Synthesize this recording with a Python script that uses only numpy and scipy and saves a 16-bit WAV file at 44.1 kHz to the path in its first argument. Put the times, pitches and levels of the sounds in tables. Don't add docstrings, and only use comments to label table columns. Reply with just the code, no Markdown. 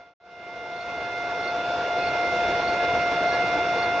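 import sys
import numpy as np
from scipy import signal
from scipy.fft import rfft, irfft
from scipy.io import wavfile
from scipy.ndimage import uniform_filter1d

SR = 44100
rng = np.random.default_rng(int(sys.argv[2]) if len(sys.argv) > 2 else 0)


def persist_wave(psi):
    counts = np.round(np.clip(psi, -1, 1) * 32767).astype(np.int16)
    wavfile.write(sys.argv[1], SR, np.atleast_2d(counts).T)


N = 176400
T = np.arange(N) / SR
LEAN_MIDPOINT_S, LEAN_LENGTH_S = 2.12, 0.55
BESIDE_POT = np.clip(.5 - (T - LEAN_MIDPOINT_S) / LEAN_LENGTH_S, 0, 1)


def amp(db):
    return 10 ** (np.asarray(db) / 20)


def unit_rms(x):
    return x / np.sqrt(np.mean(abs(x) ** 2) + 1e-20)


def curve(table, hz, column=1):
    columns = np.transpose(table)
    return np.interp(np.log(hz + 1), np.log(columns[0] + 1), columns[column])


def pan(db):
    return amp(np.array([[.5], [-.5]]) * db)


def drift(rate_hz):
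    hz = np.fft.rfftfreq(N, 1 / SR)
    spectrum = rfft(rng.standard_normal(N)) * (hz > 0)
    return unit_rms(irfft(spectrum / (1 + (hz / rate_hz) ** 4), N))


def add(mix, start_s, sound):
    part = mix[round(start_s * SR):][:len(sound)]
    part += sound[:len(part)]


def turbulence(patch_db=0.97):
    frames, bins = N // 256 + 5, 513
    a, b, c, d, patches = rng.standard_normal((5, frames, bins))
    patches = uniform_filter1d(patches, size=12, axis=0)
    patches = uniform_filter1d(patches, size=10, axis=1)
    grains = np.array([a + 1j * b, c + 1j * d]) * amp(patch_db * unit_rms(patches))
    _, noise = signal.istft(grains.transpose(0, 2, 1), nperseg=1024, noverlap=768)
    return rfft(noise[:, :N])


# frequency in Hz, relative level in dB.
FLAME_SPECTRUM = [(20, -23.5), (40, -16), (65, -8), (140, -8.5), (230, -10.5), (300, -4.5), (600, 0.5),
                  (760, 0), (1050, -9.5), (1220, -13), (1480, -9), (1800, -15), (2820, -10.5),
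                  (3100, -20.5), (3800, -16.5), (4800, -20.5), (5900, -23.5), (6500, -34), (7300, -34)]
# centre in Hz, width in Hz, boost in dB.
POT_RESONANCES = [(189.5, 27, 3.5), (293, 23, 2), (357, 61, 2), (488, 47, 5.5), (643, 24, 5.5),
                  (699, 50, 5.5), (877, 50, 5), (1005, 55, 4.5), (1121, 70, 8), (1343, 49, 8.5),
                  (1501, 50, 7.5), (1690, 55, 3.5), (1940, 67, 3), (2173, 150, 4), (2536, 46, 4),
                  (2740, 120, 3), (5280, 240, 3)]
# centre in Hz, width in Hz, gain in dB.
POT_TROUGHS = [(562, 29, -2.5), (783, 70, -3), (1040, 35, -1.5)]
# frequency in Hz, left-right likeness from 0 to 1,
# left over right in dB, left phase lead in radians.
FLAME_STEREO = [(150, 1, -1, 0), (500, 0.99, 1.16, -0.081), (1000, 0.94, 1, -0.14), (1500, 0.75, 0, -.15),
                (2010, 0.81, -4, -0.37), (2500, .72, -6, -0.17), (2960, 0.52, -2.5, .3),
                (3320, 0.92, 7, -0.037), (3900, 0.36, 0.5, 0), (4700, 0.11, 1.2, 0), (5800, 0.27, 0, -.2),
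                (6500, 0.94, 0, 0)]
# frequency in Hz, gain in dB.
BESIDE_POT_EQ = [(60, -1), (230, -0.5), (500, 0), (1100, 0.5), (2600, -0.5), (3600, 1), (6000, 0.5)]


def flame(level_db=-28, swell_db=0.33, flutter_db=0.6):
    left, independent = turbulence()
    hz = np.fft.rfftfreq(N, 1 / SR)
    likeness, pan_db, left_lead = (curve(FLAME_STEREO, hz, column) for column in (1, 2, 3))
    right = likeness * left + np.sqrt(1 - likeness ** 2) * independent
    right *= np.exp(-1j * left_lead)
    colour_db = curve(FLAME_SPECTRUM, hz)
    for centre, width, db in POT_RESONANCES + POT_TROUGHS:
        colour_db += db * .5 ** ((2 * (hz - centre) / width) ** 2)
    above = np.array([left, right]) * amp(colour_db) * pan(pan_db)
    beside = above * amp(curve(BESIDE_POT_EQ, hz))
    roar = (1 - BESIDE_POT) * irfft(above, N) + BESIDE_POT * irfft(beside, N)
    licking_db = swell_db * drift(rate_hz=1.5) + flutter_db * drift(rate_hz=25)
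    return unit_rms(roar) * amp(level_db + licking_db)


# harmonic number, base level in dB, left over right in dB,
# left phase lead in radians, waver depth in dB.
FAN_HARMONICS = [(1, -27, 1.36, -.1, -0.5), (2, -32.5, -3, -.2, 0.35), (3, -34, -6, -.65, 1.2),
                 (4, -52, -2.5, 0.27, 3), (5, -46, 2.5, -0.09, .5), (8, -59, 10.5, .2, 2),
                 (9, -70.5, -3.5, 0, 3.5)]
# time in seconds, gain in dB.
THIRD_HARMONIC_RIDE = [(0, -3.5), (.45, 2.5), (.78, 0), (1.17, 3), (1.32, -1.5), (1.5, 2.5), (1.55, -18),
                       (1.6, 3), (1.66, -27), (1.81, -24), (1.87, -6), (2.06, -1.5), (2.13, 1), (2.4, -1.5),
                       (2.68, -3), (2.78, 1), (3.13, -.5), (3.27, 1), (3.72, -1.5), (3.9, 3.5), (4, -6.5)]
# time in seconds, gain in dB.
FIFTH_HARMONIC_RIDE = [(0, -0.5), (.68, 1.5), (1.1, 3.5), (1.25, -0.5), (1.68, 4.5), (1.8, 1), (1.97, 4),
                       (2.15, -1.5), (2.32, -2.5), (2.48, 4), (2.7, -3.5), (2.9, 3), (3.03, -3.5),
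                       (3.17, 3), (3.33, -1), (3.65, 0), (3.8, 2), (4, -1)]


def blower(blade_hz=701.54, wander_hz=.2, jitter_hz=0.46, second_beside_db=1):
    pitch_hz = blade_hz + wander_hz * drift(rate_hz=4.3) + jitter_hz * drift(rate_hz=50)
    blade_phase = 2 * np.pi * np.cumsum(pitch_hz) / SR
    ride_db = {
        2: second_beside_db * BESIDE_POT,
        3: np.interp(T, *np.transpose(THIRD_HARMONIC_RIDE)),
        5: np.interp(T, *np.transpose(FIFTH_HARMONIC_RIDE)),
    }
    out = np.zeros((2, N))
    for harmonic, db, pan_db, left_lead, waver_db in FAN_HARMONICS:
        level_db = db + waver_db * drift(rate_hz=7.8) + ride_db.get(harmonic, 0)
        phase = harmonic * blade_phase + 2 * np.pi * rng.random() - np.array([[0], [left_lead]])
        out += np.sqrt(2) * amp(level_db) * pan(pan_db) * np.sin(phase)
    return out


# start in seconds, base level in dB.
INSECT_CALLS = [(0.759, -39.5), (1.428, -37), (2.019, -37), (2.629, -39.5), (3.284, -39.5), (3.779, -38.5)]
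# offset in seconds, pitch in Hz, gain in dB.
WING_PULSES = [(-.034, 4170, -6.5), (0, 4400, -4.5), (0.013, 4220, -3.5), (0.044, 4420, -0.5),
               (0.059, 4260, -4.5)]


def insect(pulse_s=0.017, fall_hz=130, rasp_hz=121.6, rasp_depth=0.27, echo_s=0.011, echo_db=-10):
    chirps, t = np.zeros(N), np.arange(0, pulse_s, 1 / SR)
    progress = t / pulse_s
    rasp = 1 + rasp_depth * (drift(rasp_hz) + 1j * drift(rasp_hz))
    for start, call_db in INSECT_CALLS:
        for offset, hz, pulse_db in WING_PULSES:
            onset = start + offset
            glide_hz = hz + fall_hz * (.5 - progress)
            pulse = np.exp(2j * np.pi * np.cumsum(glide_hz) / SR) * np.sin(np.pi * progress)
            pulse *= rasp[round(onset * SR):][:len(t)]
            add(chirps, onset, np.sqrt(2) * amp(call_db + pulse_db) * pulse.real)
    left = np.interp(T - 45e-6, T, chirps)
    direct = np.array([left, chirps]) * pan(db=-5.5)
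    echo = amp(echo_db) * np.interp(T - echo_s, T, chirps)
    return direct + echo * np.array([[1], [.5]])


# centre in seconds, length in seconds, pitch in Hz, level in dB.
RINGING_TONES = [(1.076, .08, 1700, -43), (1.308, .07, 1710, -45), (2.02, .07, 2550, -38.5),
                 (2.823, .06, 1690, -40), (3.147, 0.14, 1690, -46), (3.351, 0.096, 1685, -37.5)]


def ringing(pan_db=-2):
    out = np.zeros(N)
    for centre, length, hz, db in RINGING_TONES:
        t = np.arange(0, length, 1 / SR)
        swell = np.sqrt(2) * amp(db) * np.sin(np.pi * t / length)
        add(out, centre - length / 2, swell * np.sin(2 * np.pi * hz * t))
    return out * pan(pan_db)


def scene():
    return flame() + blower() + insect() + ringing()


def record(dry):
    fade_out_s, break_s, resume_s = 0.16, 0.137, .2005
    fade_in_start_s, fade_in_s = 0.18, 2.223
    fade_out = amp(db=-22) * np.clip(1 - T / fade_out_s, 0, 1) * (T < break_s)
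    fade_in = np.clip((T - fade_in_start_s) / fade_in_s, 0, 1) ** 0.92 * (T > resume_s)
    fader = uniform_filter1d(fade_out + fade_in, size=24)
    lowpass = signal.firwin(511, cutoff=7400, window=("kaiser", 9), fs=SR)
    return signal.oaconvolve(dry * fader, lowpass[None], "same")


dry = scene()
out = record(dry)
persist_wave(out)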